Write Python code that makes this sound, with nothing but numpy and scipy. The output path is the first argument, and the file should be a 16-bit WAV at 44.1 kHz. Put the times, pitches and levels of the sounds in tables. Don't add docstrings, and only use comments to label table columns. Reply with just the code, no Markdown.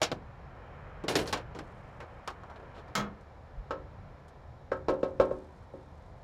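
import sys
import numpy as np
from scipy import signal
from scipy.io import wavfile

SR = 44100
rng = np.random.default_rng(int(sys.argv[2]) if len(sys.argv) > 2 else 0)


def output_pcm(signal):
    pcm = np.clip(np.atleast_2d(signal).T, -1, 1) * 32767
    wavfile.write(sys.argv[1], SR, np.round(pcm).astype(np.int16))


N = 274743

# start in seconds, level, bass and treble in dB, ring length
# factor, pitch the struck spot favours in Hz, its boost in dB, seconds to the first rebound, loss per
# rebound in dB.
BUCKET_KNOCKS = [(0.0165, -23, -7.5, 4.5, 0.5, 790, 7, 0.006, 12),
                 (0.029, -26.5, -18, 8.5, 0.85, 5994, 4, 0.021, 16),
                 (0.1163, -27.5, -2, -3, 0.2, 3500, 11, 0.006, 5.5),
                 (0.122, -39.5, 4.5, -4.5, 0.98, 172, 15, 0.02, 11),
                 (1.038, -36, 4, -9.5, 0.71, 343, 3, 0.039, 10),
                 (1.0818, -25, -7, 2, 1.2, 304, 6.5, 0.028, 8),
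                 (1.154, -23, -0.5, 6, 0.89, 390, 2.5, 0.034, 8),
                 (1.257, -35.5, -15, -6, 1, 350, 0, 0.015, 11),
                 (1.275, -39, -10, 5, 1.14, 5200, 6, 0.015, 8),
                 (1.3268, -23, -9.5, 3.5, 0.85, 1070, 2, 0.046, 17.5),
                 (1.549, -42.5, 2.5, -6, 1.6, 600, 2, 0.019, 10),
                 (1.588, -36, 7, -1, 0.46, 420, -4, 0.02, 16),
                 (2.003, -36, -14, -11, 0.72, 2030, 8, 0.018, 7),
                 (2.2755, -32, -17, 1, 0.56, 1120, 11, 0.026, 12),
                 (2.434, -43.5, -26, -12, 0.39, 1060, 12, 0.01, 19),
                 (2.499, -38, -32, -18, 0.99, 1120, 5, 0.02, 12),
                 (2.559, -38.5, -25, -18.5, 0.43, 3430, 8.5, 0.039, 2),
                 (2.88, -47.5, -9, -11.5, 0.97, 3260, 2, 0.017, 9)]
LID_SLAMS = [(2.952, -25.5, -8, 1.3, 0.8, 1300, 6.5, 0.026, 7.1)]
# the first seven columns above, then panel flex in dB relative to the blow.
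CHUTE_BLOWS = [(3.7074, -26, -7, 5, 0.77, 1350, 5.5, -20), (4.7167, -27.5, -1.5, 2, 0.79, 1550, 10, 8),
               (4.8841, -20.5, 6, 3.5, 0.78, 585, 2.7, 4.5), (5.030, -30, 11.5, 6.5, 0.84, 570, 4.5, 14),
               (5.199, -18, 4, 1.5, 0.81, 1100, 1, 5), (5.3095, -34.5, 11, -6, 1.0, 400, 0, 13),
               (5.736, -47.5, 19, -29, 0.82, 296, 5, 7)]
# start in seconds, level in dB.
STRAY_TICKS = [(3.208, -72), (4.282, -63.5)]
# start in seconds, level in dB, pitch in Hz.
SWING_BUMPS = [(3.572, -32.5, 45), (3.838, -37.5, 72)]
# pitch in Hz, relative level in dB, base seconds to fade by 60 dB.
BUCKET_MODES = [(304, -8, .3), (392, -10, .3), (473, -11, .3), (567, -17, .3), (616, -11, .2),
                (716, -8, .22), (790, -12, .2), (985, -14, .24), (1084, -8, .16), (1535, -13, .25),
                (1640, -15, .18), (2137, -21, .17), (2441, -20, .17), (2526, -19, .16), (2692, -21, .18),
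                (2838, -21, .19), (3020, -19, .15), (3187, -19, .15), (3985, -20, .15), (4332, -19, .16),
                (4780, -21, .14), (5646, -21, .15)]
HANDLE_MODES = [(6080, -4, .13), (6850, -4, .12), (8150, -3, .14), (8330, -6, .14), (9900, -1, .14),
                (10130, -6, .11), (12300, -5, .12), (12520, -8, .1), (13850, -14, .1), (14650, -14, .11)]
LID_MODES = [(147, 0.5, 0.19), (204.5, -2, 0.5), (472, -8.5, 0.52), (664, -4, 0.39), (1138, -14, 0.53),
             (1289, -2.5, 0.23), (1450, -20, 0.38), (1570, -7, 0.24), (2130, -10, 0.37), (2450, -18, 0.21),
             (3210, -10, .17), (3340, -10.5, 0.25), (4050, -3.5, 0.12), (6430, -14, 0.18),
             (6770, -19, 0.13)]
CHUTE_MODES = [(270, -18, .4), (296, -19, .75), (375, -9, .5), (420, -18, .45), (472, -12, .42),
               (526, -5, .44), (544, -9, .48), (565, -12, .45), (600, -11, .35), (647, -19, .35),
               (745, -19, .3), (877, -21, .35), (915, -18, .33), (1076, -10, .26), (1180, -20, .19),
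               (1291, -13, .25), (1337, -17, .28), (1540, -25, .2), (1610, -23, .26), (2315, -32, .2),
               (2640, -33, .18)]
# frequency in Hz, relative level in dB per Hz.
BUCKET_WASH = [(45, -25), (90, 7.5), (150, 0.5), (220, 2), (450, 5.5), (700, 0.5), (1100, -4.5), (1600, -6),
               (2000, -8.5), (4000, -9.5), (6400, -15.5), (8500, -23.5), (15000, -40.5)]
LID_WASH = [(70, 4), (170, -3), (300, 2), (600, 3), (1300, -1), (2200, -5), (4000, -6), (6600, -9.5),
            (8500, -20), (15000, -28)]
CHUTE_WASH = [(60, -9), (140, -9), (210, -3.5), (350, -1), (550, -9), (800, -2.5), (1350, -11.5),
              (2100, -22), (3600, -25), (6000, -32), (9000, -51), (15000, -61.5)]
# frequency in Hz, base seconds to fade by 60 dB.
STEEL_RING_TIMES = [(80, 0.71), (400, 0.6), (1200, 0.46), (3000, 0.28), (7000, 0.17), (15000, 0.2)]
# frequency in Hz, relative level in dB per Hz.
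FIELD_COLOUR = [(25, -7), (45, -0.5), (76, -2), (136, -2.5), (200, -12.5), (320, -17.5), (550, -11.5),
                (950, -15), (1250, -18.5), (1900, -23.5), (2800, -34.5), (4500, -40.5), (6600, -48.5),
                (9000, -58), (12000, -58.5), (15000, -74)]
# time in seconds, level in dB.
RUSH_LEVELS = [(0, -63.5), (0.85, -56), (1.6, -58.5), (2.85, -58.5), (3.3, -64), (4.1, -62.5), (4.55, -66),
               (6.23, -65.5)]
BREEZE_LEVELS = [(0, -50), (0.5, -50.5), (0.85, -49.5), (1.7, -48), (2.05, -52.5), (3.3, -55), (3.85, -50),
                 (4.4, -52.5), (6.23, -53.5)]

BAND_HZ = np.geomspace(25, 15000, 24)
TIME = np.arange(N) / SR
RING_TIME = np.arange(int(0.8 * SR)) / SR


def from_db(db):
    return 10 ** (np.asarray(db) / 20)


def unit_level(x):
    return x / np.sqrt(np.mean(x ** 2) + 1e-20)


def at_hz(table, hz):
    row_hz, values = np.transpose(table)
    return np.interp(np.log(hz), np.log(row_hz), values)


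def drift(rate_hz):
    return np.interp(TIME * rate_hz % 255, np.arange(256), rng.standard_normal(256))


def fade(ring_s):
    return np.exp(-np.log(1000) * RING_TIME / ring_s)


def add(out, start_s, sound):
    i = max(round(start_s * SR), 0)
    out[i:i + len(sound)] += sound[:N - i]


def noise_bands():
    half_step = np.sqrt(BAND_HZ[1] / BAND_HZ[0])
    white = rng.standard_normal((2, N))
    bands = []
    for k, hz in enumerate(BAND_HZ):
        band_filter = signal.butter(4, [hz / half_step, hz * half_step], "band", fs=SR, output="sos")
        bands.append(unit_level(signal.sosfilt(band_filter, white[k % 2])))
    return np.array(bands)


def band_gains(spectrum):
    gains = from_db(at_hz(spectrum, BAND_HZ)) * np.sqrt(BAND_HZ)
    return gains / np.linalg.norm(gains)


def contact_colour(hz, bass_db, treble_db, focus_hz, focus_db):
    bass = 1 / (1 + (hz / 330) ** 2)
    treble = 1 / (1 + (1900 / hz) ** 4)
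    focus = np.exp(-0.5 * (np.log2(hz / focus_hz) / 0.31) ** 2)
    return from_db(bass_db * bass + treble_db * treble + focus_db * focus)


def struck_steel(blows, modes, wash, bands, wash_db, wash_length, modes_db,
                 chatter_db, chatter_s, spread_s):
    out = np.zeros(N)
    hz, mode_db, ring_s = np.transpose(modes)
    wash_ring_s = wash_length * at_hz(STEEL_RING_TIMES, BAND_HZ)
    wash_rise = 1 - np.exp(-RING_TIME / (spread_s * np.sqrt(1000 / BAND_HZ))[:, None])
    tone_rise = 1 - np.exp(-RING_TIME / spread_s)
    chatter = 1 + from_db(chatter_db) * np.exp(-(RING_TIME / chatter_s) ** 2)
    for s, db, bass_db, treble_db, length, focus_hz, focus_db, *_ in blows:
        contact = bass_db, treble_db, focus_hz, focus_db
        offset = rng.integers(N - len(RING_TIME))
        noise = bands[:, offset:offset + len(RING_TIME)]
        gains = band_gains(wash) * contact_colour(BAND_HZ, *contact)
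        dense = gains @ (noise * wash_rise * fade(length * wash_ring_s[:, None])) * chatter
        strength = from_db(mode_db + rng.standard_normal(len(hz))) * contact_colour(hz, *contact)
        waves = np.sin(2 * np.pi * (hz[:, None] * RING_TIME + rng.random((len(hz), 1))))
        clear = strength @ (waves * fade(length * ring_s[:, None])) * tone_rise
        add(out, s, from_db(db) * (from_db(wash_db) * dense + from_db(modes_db) * clear))
    return out


def with_rebounds(knocks, thud_hz, thud_db, heavier_db, duller_db, gap_shrink=0.76):
    contacts = []
    for s, db, bass_db, treble_db, length, focus_hz, focus_db, gap_s, loss_db in knocks:
        contacts.append((s, db, bass_db, treble_db, length, focus_hz, focus_db))
        for k in (1, 2):
            s += gap_s * gap_shrink ** (k - 1)
            contacts.append((s, db - k * loss_db, bass_db + k * heavier_db, treble_db - k * duller_db,
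                             length, thud_hz, thud_db))
    return contacts


def bucket(contacts, bands):
    return struck_steel(contacts, BUCKET_MODES, BUCKET_WASH, bands, wash_db=-7, wash_length=0.71,
                        modes_db=-5.5, chatter_db=-0.5, chatter_s=0.026, spread_s=0.00033)


def breeze_and_machinery(gust_db=2, hiss_db=-77, drone_db=-55.5, drone_follows=0.47):
    rush_db = np.interp(TIME, *np.transpose(RUSH_LEVELS))
    rumble_db = np.interp(TIME, *np.transpose(BREEZE_LEVELS))
    bands, gains = noise_bands(), band_gains(FIELD_COLOUR)
    region = np.digitize(BAND_HZ, [190, 1200, 3400])
    rumble, drone, rush, hiss = [unit_level(gains * (region == k) @ bands) for k in range(4)]
    breeze = rumble * from_db(rumble_db + gust_db * drift(rate_hz=12)) + hiss * from_db(hiss_db)
    swing_db = drone_follows * (rush_db - rush_db.mean())
    return breeze + drone * from_db(drone_db + swing_db) + rush * from_db(rush_db)


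def engine(firing_hz=77.5, level_db=-58.5):
    waver_db = 2.5 * drift(rate_hz=14)
    cycles = np.cumsum(firing_hz * (1 + 0.03 * drift(rate_hz=12))) / SR
    return np.sqrt(2) * np.sin(2 * np.pi * cycles) * from_db(level_db + waver_db)


def handle(contacts, free_from_s=1.078, free_until_s=1.3, lag_s=0.011, relative_db=-21):
    out = np.zeros(N)
    hz, mode_db, ring_s = np.transpose(HANDLE_MODES)
    for s, db, *_ in contacts:
        if free_from_s < s < free_until_s:
            strength, shift = rng.standard_normal((2, len(hz)))
            tuned_hz = hz * (1 + 0.006 * shift)
            tones = np.sin(2 * np.pi * tuned_hz[:, None] * RING_TIME) * fade(ring_s[:, None])
            add(out, s + lag_s, from_db(db + relative_db + mode_db + 2 * strength) @ tones)
    return out


def chaff(tilted_s=4.2, hop_lag_s=0.014, flight_s=0.039, grains_per_s=600, grain_fade_s=0.02):
    flow, ticks = np.zeros(N), list(STRAY_TICKS)
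    settling = np.exp(-TIME / 0.9)
    add(flow, 1.62, from_db(-80.5) * settling)
    for s, db, *_ in CHUTE_BLOWS:
        if s > tilted_s:
            add(flow, s, from_db(db - 66) * settling)
            ticks.append((s + hop_lag_s, db - 38.5))
            ticks.append((s + hop_lag_s + flight_s, db - 46.5))
    sizes = from_db(5 * np.minimum(rng.exponential(1, N), 3))
    grains = sizes * (rng.random(N) < grains_per_s / SR)
    puffs = signal.lfilter([1], [1, -from_db(-60 / (grain_fade_s * SR))], grains)
    out = unit_level(puffs * rng.standard_normal(N)) * flow
    for s, db in ticks:
        add(out, s, from_db(db) * rng.standard_normal(len(RING_TIME)) * fade(ring_s=0.072))
    return 2 * signal.sosfilt(signal.butter(2, [2800, 8500], "band", fs=SR, output="sos"), out)


def scuff(bands, start_s=2.735, length_s=0.065, edge_s=0.026):
    colour = contact_colour(BAND_HZ, bass_db=-11, treble_db=-16.5, focus_hz=3260, focus_db=8)
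    rubbing = band_gains(BUCKET_WASH) * colour @ bands
    t = TIME - start_s
    stroke = np.clip(np.minimum(t, length_s + edge_s - t) / edge_s, 0, 1)
    return rubbing * stroke * from_db(-45 + 2.2 * drift(rate_hz=68))


def lid(bands):
    contacts = with_rebounds(LID_SLAMS, thud_hz=168, thud_db=12.5, heavier_db=7, duller_db=3)
    return struck_steel(contacts, LID_MODES, LID_WASH, bands, wash_db=-3, wash_length=0.94,
                        modes_db=-6, chatter_db=0.5, chatter_s=0.0024, spread_s=0.0027)


def panel_flex(hz, peak_s):
    age = RING_TIME / peak_s
    return np.sin(2 * np.pi * hz * RING_TIME) * age * np.exp((1 - age ** 2) / 2)


def chute(bands):
    out = struck_steel(CHUTE_BLOWS, CHUTE_MODES, CHUTE_WASH, bands, wash_db=-15, wash_length=0.92,
                       modes_db=-1.5, chatter_db=-3, chatter_s=0.02, spread_s=0.0002)
    for s, db, *_, flex_db in CHUTE_BLOWS:
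        add(out, s, from_db(db + flex_db) * panel_flex(hz=533, peak_s=0.0046))
    for s, db, hz in SWING_BUMPS:
        add(out, s, from_db(db) * panel_flex(hz, peak_s=0.9 / hz))
    return out


def scene():
    bands = noise_bands()
    contacts = with_rebounds(BUCKET_KNOCKS, thud_hz=400, thud_db=6, heavier_db=2.5, duller_db=1.7)
    steel = bucket(contacts, bands) + lid(bands) + chute(bands) + handle(contacts)
    return (steel + chaff() + scuff(bands) + breeze_and_machinery() + engine())[None]


def record(dry, cutoff_hz=15900):
    return signal.sosfilt(signal.ellip(10, 0.1, 80, cutoff_hz, fs=SR, output="sos"), dry)


dry = scene()
out = record(dry)
output_pcm(out)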